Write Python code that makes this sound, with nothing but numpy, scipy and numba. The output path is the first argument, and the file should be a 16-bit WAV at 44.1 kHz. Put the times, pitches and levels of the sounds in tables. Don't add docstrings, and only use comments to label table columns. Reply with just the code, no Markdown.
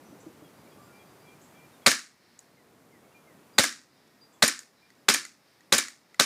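import sys
import numpy as np
from scipy import signal
from scipy.fft import rfft, irfft
from scipy.io import wavfile
from scipy.ndimage import uniform_filter1d
from numba import njit

SR = 44100
rng = np.random.default_rng(int(sys.argv[2]) if len(sys.argv) > 2 else 0)


def waveform_to_disk(signal):
    frames = np.transpose(np.atleast_2d(signal))
    scaled = np.clip(frames, -1, 1) * 32767
    samples = np.round(scaled).astype(np.int16)
    wavfile.write(sys.argv[1], SR, samples)


def level_to_linear(level):
    exponent = np.asarray(level, float) / 20
    return 10 ** exponent


N = 275968

DUCK_DB = 9
# f/Hz, level/dB, t60/ms
SLIDE_MODES = [(1165, -5.5, 11), (1944, -1, 12), (4000, -2, 11), (5060, -7, 12), (6880, -5.5, 7.9),
               (8900, -4, 6)]
# f/Hz, level/dB, t60/ms
GRIP_MODES = [(245, -1.5, 67), (428, 1, 27), (562, 1.5, 35), (150, -20, 30)]


def add(out, s, sound):
    i = int(round(s * SR))
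    out[i:i + len(sound)] += sound[:max(N - i, 0)]


def on_log(hz, points):
    point_hz, value = np.array(points).T
    return np.interp(np.log(hz + 1), np.log(point_hz), value)


def noise(points, size):
    spectrum = rfft(rng.standard_normal(size))
    x = irfft(spectrum * level_to_linear(on_log(np.fft.rfftfreq(size, 1 / SR), points)), size)
    return x / x.std()


def octaves(x, low_hz, count):
    place = np.log2(np.fft.rfftfreq(len(x), 1 / SR) / low_hz + 1e-9).clip(0, count - 1)
    spectrum = rfft(x)
    return [irfft(spectrum * np.clip(1 - np.abs(place - k), 0, 1), len(x)) for k in range(count)]


def walk(rate):
    k = int(SR / rate)
    held = np.repeat(rng.standard_normal(N // k + 1), k)
    return 1.2 * uniform_filter1d(held, k)[:N]


def ring(modes, db, rise_ms=0.17, rough=0., crack=0.):
    # f/Hz, level/dB
    contact = [(300, -30), (1200, -6.5), (2500, -3.5), (5000, -0.5), (9000, -3.5), (15000, -12.5)]
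    t = np.arange(SR // 10)[:, None] / SR
    hz, mode_db, t60_ms = np.transpose(modes)
    level_chance, pitch_chance = rng.standard_normal((2, len(hz)))
    decay = level_to_linear(mode_db + 1.5 * level_chance - 6e4 * t / t60_ms)
    fade = decay * (1 - np.exp(-1e3 * t / rise_ms))
    rattle = 1 + rough * uniform_filter1d(rng.standard_normal(fade.shape), size=9, axis=0) * np.sqrt(9)
    tones = np.sin(2 * np.pi * hz * (1 + .03 * pitch_chance) * t)
    x = (fade * rattle * tones).sum(axis=1)
    x += crack * fade.mean(axis=1) * noise(contact, size=len(t))
    x = signal.sosfilt(signal.butter(2, hz.min() / 3, "high", fs=SR, output="sos"), x)
    return level_to_linear(db) * x / np.abs(x).max()


def air():
    # f/Hz, level/dB per Hz
    spectrum = [(20, -5), (45, -8), (90, -8.5), (140, -2), (285, -1), (500, -5.5), (1200, -10.5),
                (1700, -15), (2300, -16.5), (2900, -21), (4200, -22.5), (9000, -24.5), (14800, -26.5),
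                (16000, -30)]
    # t/s, level/dB
    breeze = [(0, 2.5), (.55, 2), (1.4, 0), (1.85, -2.5), (2.7, -0.5), (2.9, 3), (3.3, 0), (4.7, -1.5),
              (5.5, -1.5), (6.26, -2.5)]
    swell = np.interp(np.arange(N) / SR, *np.transpose(breeze))
    bands = octaves(level_to_linear(-54.5) * noise(spectrum, size=N), 60, count=6)
    out = np.zeros(N)
    for band, share in zip(bands, [.7, 1, 1, .8, 0.28, 0]):
        out += band * level_to_linear(share * (swell + 1.3 * walk(12)))
    return out


def whistle(length, from_hz, to_hz, db):
    u = np.linspace(0, 1, int(length * SR))
    flutter = level_to_linear(1.8 * np.interp(u, np.linspace(0, 1, 7), rng.standard_normal(7)))
    peak = np.clip(15 * (to_hz / from_hz - 1), .1, .6)
    swell = np.minimum(u / peak, 1) * level_to_linear(-16 * np.clip(u - peak, 0, 1)) * np.minimum((1 - u) / .1, 1)
    phase = 2 * np.pi * np.cumsum(from_hz + (to_hz - from_hz) * u ** .6) / SR
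    return 2 * level_to_linear(db) * swell * flutter * np.sin(phase)


def buzz(length, db):
    u = np.linspace(0, 1, int(length * SR))
    throb = 1 + 0.59 * np.sin(2 * np.pi * 180 * length * u)
    voice = noise([(5600, -31), (6300, -7), (7000, -5.5), (7700, 0.5), (8100, -10.5), (8500, -34.5)], size=len(u))
    return level_to_linear(db) * np.minimum(u / .05, 1) * np.exp(-u / 0.57) * throb * voice


def birds():
    # (length/s, from f/Hz, to f/Hz, level/dB)
    phrases = [
        ((.57, .125, 6), (.065, 4790, 4785, -71)),
        ((.44, .276, 6), (.05, 3420, 3180, -69)),
        ((1.09, .64, 2), (.035, 3750, 3600, -72)),
        ((.875, .315, 3), (.16, 2270, 2395, -65.5)),
        ((2.565, .352, 3), (.1, 2250, 1770, -65)),
        ((.04, .15, 2), (.13, 5960, 5900, -74)),
    ]
    # t/s, length/s, f/Hz, level/dB
    singles = [(0.672, .03, 2310, -65), (.78, .07, 1192, -59), (.87, .1, 1420, -63), (.79, .14, 7380, -73),
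               (3.04, .04, 2200, -69), (3.12, .03, 2750, -67), (3.141, .09, 2410, -63),
               (3.531, .06, 4850, -63), (3.914, .13, 4830, -63), (3.929, .04, 4200, -67),
               (4.209, .09, 4790, -55), (4.332, .07, 3440, -70), (4.771, .06, 4000, -67.5),
               (4.821, .05, 2390, -61), (4.961, .07, 7420, -73)]
    # t/s, length/s, level/dB
    buzzes = [
        (.20, 0.097, -63.5),
        (1.41, .10, -61.5),
        (4.323, 0.11, -62),
    ]
    sag_hz_per_s, scatter_db, echo_db, echo_t60_s = 300, 0.5, -5.5, .25
    out = np.zeros(N)
    for (s, every, count), (length, from_hz, to_hz, db) in phrases:
        for k in range(count):
            note_db = db + scatter_db * rng.standard_normal()
            add(out, s + k * every, whistle(length, from_hz, to_hz, note_db))
    for s, length, hz, db in singles:
        add(out, s, whistle(length, hz, hz - sag_hz_per_s * length, db))
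    for s, length, db in buzzes:
        add(out, s, buzz(length, db))
    t = np.arange(SR // 4) / SR
    leaves = rng.standard_normal(len(t)) * level_to_linear(-60 * t / echo_t60_s)
    return out + level_to_linear(echo_db) * signal.fftconvolve(out, leaves / np.linalg.norm(leaves))[:N]


def hand():
    # t/s, level/dB, f/Hz
    knocks = [
        (.090, -45, 180),
        (.120, -43.5, 318),
        (.232, -45.5, 450),
        (.263, -35, 318),
        (.420, -43.5, 318),
        (.590, -45.5, 171),
    ]
    out = np.zeros(N)
    for s, db, hz in knocks:
        add(out, s, ring([(hz, 0, 70), (1.9 * hz, -12, 40), (.6 * hz, -9, 70)], db, rise_ms=3.3))
    return out


def pop(hz, db, cycles=4.9):
    turn = np.arange(int(cycles * SR / hz)) * hz / SR
    return level_to_linear(db) * np.sin(np.pi * turn / cycles) ** 0.64 * np.sin(2 * np.pi * turn)


def vent(db):
    # f/Hz, level/dB per Hz
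    jet = [(59, -47), (100, -28), (289, -3), (836, -7), (1060, -14), (1360, -3.5), (2080, -5), (2270, -2),
           (2930, -7), (4670, -4.5), (5650, -5.5), (9210, -12.5), (14400, -20.5), (16000, -47)]
    t = np.arange(SR // 4) / SR
    spurts = level_to_linear(2.2 * uniform_filter1d(rng.standard_normal(len(t)), size=49) * 7)
    return level_to_linear(db - 60 * t / .15) * (1 - np.exp(-t / .0015)) * spurts * noise(jet, size=len(t))


def shots(out, jolts):
    # t/s, valve level/dB, pop level/dB, pop f/Hz, gas level/dB
    events = [
        (1.8613, 2, 2, 4500, -15),
        (3.5813, -2.5, 2, 3950, -17),
        (4.4218, -3, 0, 4000, -15.5),
        (5.0830, -4, -2, 3920, -15.5),
        (5.7213, -6.5, -1.5, 3808, -15.5),
        (6.1937, -13, 0, 3957, -16.5),
    ]
    # f/Hz, level/dB, t60/ms
    valve = [(1540, -1, 4.5), (2200, -1.5, 6), (4400, -3.5, 4), (7800, -7, 4.4)]
    # f/Hz, level/dB, t60/ms
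    pellet = [(1500, -1.5, 2.8), (3650, -6, 3.2), (6640, -4.5, 3), (9500, -9, 3.3)]
    # f/Hz, level/dB, t60/ms
    muzzle = [(1850, -5, 6), (6900, -3, 5.5), (11700, -14.5, 4), (14500, -21, 4)]
    for s, valve_db, pop_db, hz, gas_db in events:
        valve_s, pellet_s, pop_s = s + 1.9e-3, s + 3.95e-3, s + 4.9e-3
        add(out, s, ring(SLIDE_MODES, -27, rise_ms=2.5, rough=0.88, crack=1.5))
        add(out, valve_s, -ring(valve, valve_db, rough=.2))
        add(out, valve_s, vent(gas_db))
        add(out, pellet_s, ring(pellet, -2.5, rough=0.19))
        add(out, pop_s, pop(hz, pop_db - 2.5))
        add(out, pop_s, ring(muzzle, pop_db - 3.5, rise_ms=0.43, rough=.3, crack=0.86))
        add(out, pop_s, -ring(GRIP_MODES, pop_db - 21, rise_ms=0.5))
        add(out, pop_s + 2.5e-3, ring(pellet, pop_db - 7.5))
        add(jolts, pop_s, level_to_linear([gas_db + 17]))


def rear_stops(out, jolts):
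    # t/s, clack level/dB, thud level/dB
    stops = [
        (1.8729, -3.5, -13),
        (3.5936, -1.5, -11.5),
        (4.4340, -8, -12),
        (5.0961, -6.5, -17),
        (5.7346, -8, -19.5),
        (6.2072, -8, -20.5),
        (1.8805, -7, -29),
        (5.7483, -11, -25),
        (4.4469, -15, -29.5),
    ]
    for s, clack_db, thud_db in stops:
        add(out, s, ring(SLIDE_MODES, clack_db, rise_ms=.3, rough=0.43, crack=1.1))
        add(out, s, ring(GRIP_MODES, thud_db, rise_ms=0.43))
        add(jolts, s, level_to_linear([clack_db - 6]))


def homecomings(out, jolts):
    # t/s, scrape level/dB, gap/ms, shut level/dB
    homes = [
        (1.9086, -13, 6.1, -10.5),
        (3.6338, -11.5, 5.4, -8.5),
        (4.4778, -9.5, 5.6, -13),
        (5.1382, -11.5, 6.1, -9.5),
        (5.7807, -8.5, 4.5, -10.5),
        (6.2517, -10.5, 2.5, -10.5),
    ]
    # f/Hz, level/dB, t60/ms
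    scrape = [(4080, -7.5, 30), (6860, -3.5, 40), (8830, -2, 24), (10240, -5.5, 14), (12300, -13, 12)]
    # f/Hz, level/dB, t60/ms
    shut = [(1250, -10.5, 18), (1764, -3.5, 28), (2254, -4.5, 30), (5230, -4.5, 15), (6680, -5, 15)]
    for s, scrape_db, gap_ms, shut_db in homes:
        shut_s = s + gap_ms / 1e3
        add(out, s, ring(scrape, scrape_db, rise_ms=1.5, rough=.7, crack=0.98))
        add(out, shut_s, ring(shut, shut_db, rise_ms=.8, rough=.6, crack=1.0))
        add(jolts, shut_s, level_to_linear([shut_db + 3]))


def trigger_ticks(out, jolts):
    # t/s, level/dB, bright part/dB relative
    ticks = [(1.9914, -31.5, 0), (3.7261, -37, 2), (4.5910, -32.5, 6.5), (5.2510, -30.5, 2),
             (5.8835, -30, 1), (4.9031, -48, -6), (5.6071, -48.5, -8.5), (6.1444, -39, -5.5),
             (2.3908, -61, 25.5), (4.0771, -69, 10), (4.9521, -69, 7)]
    # f/Hz, level/dB, t60/ms
    sear = [(1903, 1, 26), (1450, -6.5, 17), (4500, -0.5, 12)]
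    # f/Hz, level/dB, t60/ms
    sear_bright = [(6727, -4, 16), (7850, -8, 11.4), (9500, -10.5, 8), (4900, -13, 8)]
    for s, db, bright_db in ticks:
        add(out, s, ring(sear, db, rough=.3) + ring(sear_bright, db + bright_db, rough=.4, crack=.25))
        add(jolts, s, level_to_linear(db + bright_db - 6.5) * np.array([1., -2., 1.]))


def pistol():
    out, jolts = np.zeros(N), np.zeros(N)
    for mechanism in (shots, rear_stops, homecomings, trigger_ticks):
        mechanism(out, jolts)
    return out, jolts


def echoes(x):
    # f/Hz, level/dB per Hz
    yard = [(120, -36), (250, -0.5), (520, -8.5), (850, -15), (1200, -2), (1700, -1), (2250, -1),
            (3100, -9.5), (4200, -3), (5200, -1.5), (6800, -5.5), (9200, -8.5), (12000, -18.5),
            (15500, -24)]
    yard_t60_s = [.1, .3, .17, .21, 0.3, .29, 0.31, .22]
    # f/Hz, level/dB
    trees = [(500, -30), (1950, 1), (3100, -9.5), (4100, -4), (5200, -2), (6400, -14), (12000, -25)]
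    t = np.arange(SR) / SR
    near = np.zeros(SR)
    for band, t60 in zip(octaves(noise(yard, size=SR), 110, count=8), yard_t60_s):
        near += band * level_to_linear(-60 * t / t60)
    near *= level_to_linear(2.5 * walk(500)[:SR])
    near *= level_to_linear(-33) * np.clip((t - .002) / .010, 0, 1)
    far = level_to_linear(-70.5 - 60 * t / 2.57) * np.clip((t - .22) / 0.19, 0, 1)
    far *= noise(trees, size=SR) * np.sqrt(1 - t)
    return signal.fftconvolve(x, near + far)[:N]


def scene():
    background = air() + hand() + birds()
    gun, jolts = pistol()
    shooting = gun + echoes(level_to_linear(-17.5) * gun + level_to_linear(13.5) * jolts)
    return (level_to_linear(DUCK_DB) * shooting + background)[None]


@njit
def ducking(x, top, hold, release):
    out, d, wait = np.empty(len(x)), 0., 0.
    for i in range(len(x)):
        wait = hold if abs(x[i]) > top else wait - 1
        d = 1. 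if wait > 0 else d * release
        out[i] = d
    return out


def band_limit(x):
    return signal.sosfilt(signal.butter(12, 16250, fs=SR, output="sos"), x)


def record(dry):
    hold_s, release_s = .3, .9
    duck = ducking(dry[0], 1., hold_s * SR, np.exp(-1 / (release_s * SR)))
    ahead = np.roll(uniform_filter1d(duck, size=45), -30)
    x = dry * level_to_linear(-DUCK_DB * ahead)
    x = .92 * x / (1 + np.abs(x) ** 6) ** (1 / 6)
    x = signal.sosfilt(signal.butter(4, 80, "high", fs=SR, output="sos"), x)
    x = signal.sosfilt(signal.cheby1(10, .3, 15300, fs=SR, output="sos"), x)
    return band_limit(x)


dry = scene()
out = record(dry)
waveform_to_disk(out)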